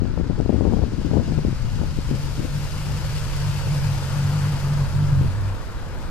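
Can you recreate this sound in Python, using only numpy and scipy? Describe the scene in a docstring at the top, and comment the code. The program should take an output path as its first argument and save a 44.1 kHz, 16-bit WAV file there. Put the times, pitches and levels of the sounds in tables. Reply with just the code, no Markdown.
"""Wind thuds on the left microphone port over the faint, fast note of a distant two-stroke watercraft.
The craft drops from full speed to idle and nears; its exhaust, crank harmonics through a resonator, burbles.
Filtered noise and random drops make the hull's wash and spray, which swell and sink; low slop joins late.
Gusts are bursts of noise bands with sharp vortex pulses, over a low breeze unrelated at the two ports."""
import sys
import numpy as np
from scipy import signal
from scipy.fft import rfft, irfft
from scipy.io import wavfile
from scipy.ndimage import uniform_filter1d

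SR = 44100
rng = np.random.default_rng(int(sys.argv[2]) if len(sys.argv) > 2 else 0)


def bounce(signal):
    """Save signal as a 16-bit WAV file at the path given by the first command-line argument."""
    frames = np.transpose(np.atleast_2d(signal))
    limited = np.clip(frames, -1, 1)
    pcm = np.round(limited * 32767).astype(np.int16)
    wavfile.write(sys.argv[1], SR, pcm)


N = 269010
TIME = np.arange(N) / SR  # s
BINS = np.fft.rfftfreq(N, 1 / SR)  # Hz


def exhaust(level_db=0, right_db=-1):
    """Source and filter: crank harmonics sweep through a resonance, even under load and ragged at idle."""
    # Strength of crank orders 1, 2, 3 and so on, before load and resonance; two cylinders favour
    # the second. Each entry: level in dB.
    order_levels = [0, 3, 3, 1, -4, -3, -4, -6]
    # Boom of the exhaust water box while the outlet is open. Each row: frequency in Hz, gain in dB.
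    water_box = [(45, -24), (75, -20), (100, -7), (122, -2), (143, -.5), (165, -8), (195, -18), (240, -22),
                 (330, -29), (600, -39), (5000, -100)]
    flutter, jitter_turns, burble_db, pocket_db = .2, .035, -14, -8
    loaded_even_db = 7.5  # under load the two cylinders fire alike and lift the even orders
    speed = crank_speed()
    loud_db, tuning = outlet()
    idle = np.clip((90 - speed) / 42, .12, 1)
    swell_db = loud_db - uniform_filter1d(loud_db, SR // 2)
    turns = np.cumsum(speed) / SR + jitter_turns * idle * wander(11)
    note, power = np.zeros(N), np.zeros(N)
    for order, db in enumerate(order_levels, 1):
        pipe = gain_of(read(water_box, order * speed / tuning))
        even_lift_db = loaded_even_db * (1 - idle) * (order % 2 == 0)
        size = gain_of(db + even_lift_db) * pipe
        # each passing wave damps the peak of the resonance more than its flanks
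        damping = gain_of(.85 * np.minimum(swell_db, 1) * idle * pipe ** 4)
        uneven = 1 + flutter * idle * (wander(24) + 1j * wander(24))
        phasor = np.exp(2j * np.pi * (order * turns + rng.random()))
        note += size * damping * (uneven * phasor).real
        power += size ** 2 / 2
    steady_note = note / np.sqrt(power)
    # gas bubbling out under the stern excites the water box resonance
    burble = gain_of(burble_db) * idle * tuning * coloured(gain_of(read(water_box, BINS)))
    pocket = gain_of(pocket_db) * idle ** 2 * gas_pocket(tuning)
    return gain_of(level_db + loud_db) * (steady_note + burble + pocket) * gain_of([[0], [right_db]])


def crank_speed():
    """Back pressure: the throttle sets the turns per second and each covering wave drags them down."""
    # Crank speed before wave drag, full throttle to idle. Each row: time in seconds, turns per second.
    throttle = [(0, 123), (.55, 118), (.75, 115), (1, 97), (1.25, 89), (1.37, 77), (1.55, 62.5), (1.72, 55),
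                (1.9, 51), (2.1, 46.5), (2.35, 47.8), (2.85, 49.3), (3.2, 48), (3.5, 48.5), (4.05, 47),
                (4.4, 49), (4.7, 47.3), (5.02, 48.8), (5.17, 46.3), (5.28, 45.8), (5.38, 49.5), (5.55, 48)]
    sag_per_db = .004
    return curves(throttle)[0] * (1 - sag_per_db * wave_cover())


def wave_cover():
    """Attenuation by submersion: how many dB the passing waves take from the exhaust."""
    # Waves that briefly cover the outlet. Each row: time of deepest cover in seconds,
    # half length in seconds, depth in dB.
    crests = [(2.02, 0.052, 7), (2.304, .04, 3), (2.467, 0.037, 6), (2.691, 0.036, 6.5), (3.024, .045, 6),
              (3.19, .025, 4.5), (3.324, 0.046, 7.5), (3.634, 0.049, 6.5), (3.82, 0.023, 4),
              (4.032, 0.085, 7.5), (4.59, 0.037, 5), (4.89, 0.049, 8.5), (5.075, 0.024, 4)]
    return sum(db * np.exp(-((TIME - s) / half) ** 2) for s, half, db in crests)


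def outlet():
    """Loading of a resonator: level in dB and relative tuning as the outlet nears, floods and sinks."""
    # The uncovered exhaust grows as the craft nears. Each row: time in seconds, level in dB.
    approach = [(0, -36), (1.1, -37.5), (1.38, -28), (1.6, -33.5), (1.85, -32), (2.15, -29), (2.35, -31.5),
                (2.6, -26), (2.85, -28.5), (3.35, -26.5), (3.8, -22), (4.4, -21.5), (4.75, -22.5),
                (5.15, -18.5)]
    flattening_per_db = .013  # a covered outlet rings lower
    # the stern settles: the flooding outlet rings lower and fades, then goes under
    settle_s, flood_s, flooded_tuning = 5.1, 0.3, 0.76
    sink_s, sink_db_per_s, under_s, closing_s, under_db = 5.176, 31, 5.54, 0.061, -41.5
    (near_db,) = curves(approach)
    covered_db = wave_cover()
    open_db = near_db - covered_db - sink_db_per_s * np.maximum(TIME - sink_s, 0)
    under = ramp(under_s, closing_s)
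    tuning = 1 - flattening_per_db * covered_db + (flooded_tuning - 1) * ramp(settle_s, flood_s)
    return (1 - under) * open_db + under * under_db, tuning


def gas_pocket(tuning):
    """Narrow-band resonance: gas under the stern wobbles at its own pitch, sagging as the outlet floods."""
    open_hz, width_hz = 106, 8
    turns = np.cumsum(open_hz * tuning ** .2) / SR
    wobble = wander(width_hz) + 1j * wander(width_hz)
    return tuning * evened((wobble * np.exp(2j * np.pi * turns)).real)


def water(wash_db=6.0, spray_db=1, patch_db=1.2):
    """Broadband turbulence: the hull churns up a wash and throws fine spray, which fades sooner."""
    # Water thrown by the hull, before the two layer gains. Each row: time in seconds,
    # churning wash level in dB, fine spray level in dB.
    thrown = [(0, -49.5, -55), (1, -49, -50), (2, -48, -47), (3.1, -44, -43), (4.4, -41.5, -43),
              (5, -43.5, -47.5), (5.7, -45.5, -53)]
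    # Spectrum of the churning wash. Each row: frequency in Hz, relative density in dB per Hz.
    wash_spectrum = [(120, 5.5), (220, 2), (380, -2), (520, 2.5), (730, -4), (900, 1.5), (1150, -3),
                     (1450, -1.5), (2100, -11.5), (2800, -17.5), (4000, -18), (9000, -58)]
    # Spectrum of the spray before loss in the air. Each row: frequency in Hz, relative density in dB per Hz.
    spray_spectrum = [(800, -12.5), (2100, -0.5), (2800, 2.5), (3600, -3), (4900, 1.5), (5800, -3.5),
                      (7000, -4.5), (9000, -8), (10000, -13), (11200, -8), (13000, -14.5), (14500, -19.5),
                      (15700, -25)]
    # while the craft is far the air takes the top off the spray; the loss fades as it nears
    far_fizz_db, nearing_s, fizz_hz = -10, 2.4, 8300
    churn_db, mist_db = curves(thrown)
    wash = splashing(wash_spectrum, drops_per_s=900, drop_share=0.34, spread_db=2.5,
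                     surge_db=0.65, surge_hz=60)
    spray = splashing(spray_spectrum, drops_per_s=3200, drop_share=0.26, spread_db=3.5,
                      surge_db=0.71, surge_hz=40)
    fizz = irfft(rfft(spray) / (1 + (fizz_hz / (BINS + 1)) ** 6), N)
    fizz_gain = gain_of(far_fizz_db * (1 - ramp(0, nearing_s) ** 2))
    spray = spray + fizz * (fizz_gain - 1)
    mix = gain_of(wash_db + churn_db) * wash + gain_of(spray_db + mist_db) * spray
    return patchy(mix, patch_db)


def slop():
    """Noise of displaced water: the settling hull pushes up a low gurgle that swells in."""
    # Spectrum of the gurgle. Each row: frequency in Hz, relative density in dB per Hz.
    gurgle_spectrum = [(130, -22), (230, 1.5), (330, -2), (460, -4), (700, -11), (1500, -51)]
    level_db, start_s, rise_s = -48, 3.4, 1.6
    gurgle = splashing(gurgle_spectrum, drops_per_s=300, drop_share=.4, spread_db=2.0,
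                       surge_db=1.5, surge_hz=20)
    return gain_of(level_db) * ramp(start_s, rise_s) * gurgle


def splashing(spectrum, drops_per_s, drop_share, spread_db, surge_db, surge_hz):
    """Shot noise and coherence: random drops in a surging haze, partly alike at the two ports."""
    # Coherence of the ports. Each row: frequency in Hz, left-right likeness from 0 to 1.
    likeness = [(130, .93), (300, .75), (640, .77), (1400, .66), (3100, .42), (6800, .1), (15000, .05)]
    # Phase between the ports. Each row: frequency in Hz, radians by which the left leads.
    left_lead = [(100, -1.1), (700, 0.05), (1300, 0.74), (2200, 0.94), (4000, 1.5), (6700, 2)]
    # Balance of the ports. Each row: frequency in Hz, left minus right in dB.
    tilt = [(180, 1), (350, 4), (700, 2.5), (1300, 5.5), (2400, 3.3), (4400, 4.6), (6500, 6), (8200, 11),
            (10000, 19), (12000, 28), (15000, 34)]
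    surge = gain_of(surge_db * wander(surge_hz))
    share = np.clip(drop_share, 0, 1)
    fields = []
    for port in range(2):
        sizes = gain_of(spread_db * np.minimum(rng.exponential(1, N), 5)) * rng.choice([-1, 1], N)
        drops = evened(sizes * (rng.random(N) < drops_per_s / SR))
        haze = rng.standard_normal(N)
        fields.append(rfft(surge * (np.sqrt(share) * drops + np.sqrt(1 - share) * haze)))
    same = np.clip(read(likeness, BINS), 0, 1)
    lead = read(left_lead, BINS)
    shade = gain_of(-read(tilt, BINS))
    right = shade * np.exp(-1j * lead) * (same * fields[0] + np.sqrt(1 - same ** 2) * fields[1])
    centre = np.sqrt(1 + shade ** 2 + 2 * shade * same * np.cos(lead))  # gain of both ports summed
    pair = irfft(np.array([fields[0], right]) * gain_of(read(spectrum, BINS)) / centre, N)
    return pair / pair.mean(0).std()


def patchy(x, depth_db):
    """Time-varying filtering: separate sheets of water colour the sound in drifting patches."""
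    z = signal.stft(x, nperseg=1024, noverlap=768)[2]
    grain = rng.standard_normal(z.shape[1:])
    across_hz = uniform_filter1d(grain, size=4, axis=0)
    patches = evened(uniform_filter1d(across_hz, size=12, axis=1))
    return signal.istft(z * gain_of(depth_db * patches), nperseg=1024, noverlap=768)[1][:, :N]


def wind_force():
    """Sum of powers: gusts on the left port rise fast, hold and fall, over weak random buffeting."""
    # Gusts on the left port. Each row: start of the hold in seconds, its length in seconds,
    # force in dB before the gains of gusts() and vortices().
    blows = [(0.016, 0.046, -24.5), (0.174, 0.034, -25), (0.235, 0.018, -24.5), (0.295, 0.031, -22.5),
             (0.38, 0.038, -21), (0.448, 0.013, -21), (0.491, 0.011, -18.5), (0.526, 0.036, -18.5),
             (0.573, 0.043, -19), (0.622, 0.06, -15), (0.698, .02, -22.5), (0.725, 0.022, -17.5),
             (0.764, 0.036, -19.5), (0.811, 0.034, -20), (.86, 0.024, -27.5), (0.922, 0.022, -24.5),
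             (0.983, .03, -24.5), (1.049, 0.023, -20.5), (1.113, 0.04, -17.5), (1.152, 0.032, -13.5),
             (1.197, 0.014, -17.5), (1.28, 0.023, -21.5), (1.321, 0.016, -21.5), (1.366, 0.025, -21.5),
             (1.451, 0.047, -24), (1.779, .025, -27.5), (1.811, 0.035, -19.5), (2.09, 0.065, -26),
             (2.38, 0.073, -26), (2.859, 0.085, -36), (5.211, .04, -24.5)]
    rise_s, fall_s = 0.004, 0.011
    # weak buffeting between the gusts dies away as the wind drops
    buffet_db, buffet_db_per_s, swing_db, swing_hz = -35, -2.5, 7.5, 21
    calm_s, calming_s = 2.02, 1
    buffet = gain_of(buffet_db + buffet_db_per_s * TIME + swing_db * np.tanh(wander(swing_hz)))
    power = (buffet * (1 - ramp(calm_s, calming_s))) ** 2
    for s, length, db in blows:
        fall = np.exp(-np.maximum(TIME - s - length, 0) / fall_s)
        power += (gain_of(db) * ramp(s - rise_s, rise_s) * fall) ** 2
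    return np.sqrt(power)


def gusts(force, level_db=-21.0, typical_db=-20, octaves=0.41):
    """Turbulent cascade: bursts of noise bands, the smaller eddies growing faster with the force."""
    # Eddy sizes at typical force. Each row: centre frequency in Hz, relative level in dB,
    # growth exponent of amplitude with force.
    eddies = [(66.6, -0.5, 0.66), (126.4, -1.5, 0.66), (235, -3.5, 0.77), (382, -11, 0.96),
              (644, -21.5, 1.78)]
    ragged_db = 4
    strength = force / gain_of(typical_db) * gain_of(ragged_db * np.tanh(wander(79)))
    out = np.zeros(N)
    for hz, db, growth in eddies:
        band = np.exp(-.5 * (np.log2((BINS + 1) / hz) / octaves) ** 2)
        out += gain_of(db) * strength ** growth * coloured(band)
    return gain_of(level_db) * out


def vortices(force, level_db=-1.0, core_ms=0.73):
    """Vortex shedding: big vortices thump the left port and small ones ride the wind at random."""
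    # Big vortices; a narrow core sounds sharper. Each row: time in seconds,
    # core size in dB before level_db, core width in ms.
    big_vortices = [(0.021, -3, 0.96), (0.0326, -9.5, 0.69), (0.0546, -7, 0.73), (0.177, -9, 0.37),
                    (0.2001, -3, 0.83), (.212, -4, 0.79), (0.2992, -4.5, 0.76), (0.31, -6, 0.72),
                    (0.4025, -0.5, 0.59), (0.4613, -6, 0.51), (0.4947, 0, 0.47), (0.5036, 0, 0.9),
                    (.5276, -6, .55), (0.544, 0.5, 0.87), (0.588, -10, .85), (0.6099, 0, 0.53),
                    (0.6525, -3, 0.45), (0.6654, -12, 0.6), (0.6874, -14, 0.73), (0.724, -6, 0.43),
                    (.7362, -4, 0.42), (0.771, -7, 0.52), (0.793, -7, 0.57), (.8385, -6, 0.47),
                    (1.05, -4, 0.96), (1.1134, -9, 0.62), (1.1353, -2, 0.71), (1.1702, -1, 0.6),
                    (1.1817, -12, .55), (1.199, -5.5, 0.7), (1.3228, -4.5, 0.65), (1.4504, -1, 0.72),
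                    (1.4848, -8, 0.81), (1.5288, -6.5, 1), (1.816, -10.5, 0.36), (1.8359, -7.5, 0.58),
                    (1.9884, -2, 1), (2.1138, -3, 0.84)]
    shed_per_s, shed_db, shed_spread_db = 130, 3, 2  # size in dB relative to the wind force
    shed = rng.random(N) < shed_per_s / SR
    peaks = force * gain_of(shed_db + shed_spread_db * rng.standard_normal(N)) * shed
    t = np.arange(-SR // 50, SR // 50 + 1) / SR
    out = signal.oaconvolve(peaks, vortex(t, core_ms), "same")
    for s, db, core in big_vortices:
        near = slice(max(round((s + t[0]) * SR), 0), round((s + t[-1]) * SR))
        out[near] += gain_of(db) * vortex(TIME[near] - s, core)
    return gain_of(level_db) * out


def vortex(t, core_ms, rebound_s=0.004):
    """Low pressure in a vortex core: a sharp dip between two shallow rises that balance its area."""
    core = (1 + (1000 * t / core_ms) ** 2 / 2) ** -2
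    rebound = np.exp(-(t / rebound_s) ** 2)
    return rebound * core.sum() / rebound.sum() - core


def breeze(lumps_db=-1.0, flap_db=-4.0, flap_hz=110, flap_growth=0.46):
    """Incoherent wind noise: lumpy rumble at each port; a stiffer breeze also flaps higher up."""
    # Steady wind rumble, before lumps and flap. Each row: time in seconds, left level in dB,
    # right level in dB.
    port_levels = [(0, -22.5, -35), (.8, -29.5, -31.5), (1.25, -26.5, -30), (1.7, -22.5, -29),
                   (2.3, -26.5, -31.5), (3.6, -28, -26), (4.5, -31, -30), (5.2, -27, -22.5),
                   (5.65, -32.5, -30), (6.1, -26, -28)]
    # Slow eddies of the breeze. Each row: frequency in Hz, relative density in dB per Hz.
    slow_eddies = [(8, -6), (20, 2), (50, .5), (75, -3.5), (110, -12), (170, -21), (320, -32), (3000, -100)]
    flap_band = np.exp(-2 * np.log2((BINS + 1) / flap_hz) ** 2)
    ports = []
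    for db in curves(port_levels):
        lumps = gain_of(lumps_db * np.tanh(wander(18)))
        flap_gain = gain_of(flap_db + flap_growth * np.minimum(db + 20.5, 0))
        flap = flap_gain * coloured(flap_band)
        rumble = coloured(gain_of(read(slow_eddies, BINS)))
        ports.append(gain_of(db) * lumps * (rumble + flap))
    return np.array(ports)


def gain_of(db):
    """Logarithmic level: decibels to amplitude."""
    return 10 ** (np.asarray(db) / 20)


def evened(x):
    """Normalisation: scales to rms 1."""
    return x / np.sqrt(np.mean(x ** 2) + 1e-20)


def read(points, hz):
    """Logarithmic pitch: interpolates a spectrum table on a log-frequency axis."""
    f, value = np.transpose(points)
    return np.interp(np.log(hz + 1), np.log(f + 1), value)


def curves(rows):
    """Linear interpolation: each column of a time table, at every sample."""
    s, *columns = np.transpose(rows)
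    return [np.interp(TIME, s, c) for c in columns]


def ramp(start_s, length_s):
    """Linear envelope: rises evenly from 0 to 1."""
    return np.clip((TIME - start_s) / length_s, 0, 1)


def coloured(gain):
    """Spectral shaping: noise of rms 1 with the given gain per frequency."""
    return evened(irfft(rfft(rng.standard_normal(N)) * gain, N))


def wander(hz):
    """Low-passed noise: slow chance of rms 1, up to about the given rate."""
    return coloured(np.exp(-(BINS / hz) ** 2))


def scene(leak_db=-26):
    """Superposition: craft and water ahead, buffeting on the left port with a faint leak to the right."""
    force = wind_force()
    buffets = (gusts(force) + vortices(force)) * gain_of([[0], [leak_db]])
    return exhaust() + water() + slop() + breeze() + buffets


def record(dry):
    """Saturation and band limit: a soft ceiling at full scale, then a low-pass filter."""
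    edge_hz = 15650
    lowpass = signal.firwin(511, edge_hz, window=("kaiser", 9), fs=SR)
    limited = dry / (1 + dry ** 8) ** (1 / 8)
    return signal.oaconvolve(limited, lowpass[None], "same", axes=1)


dry = scene()
out = record(dry)
bounce(out)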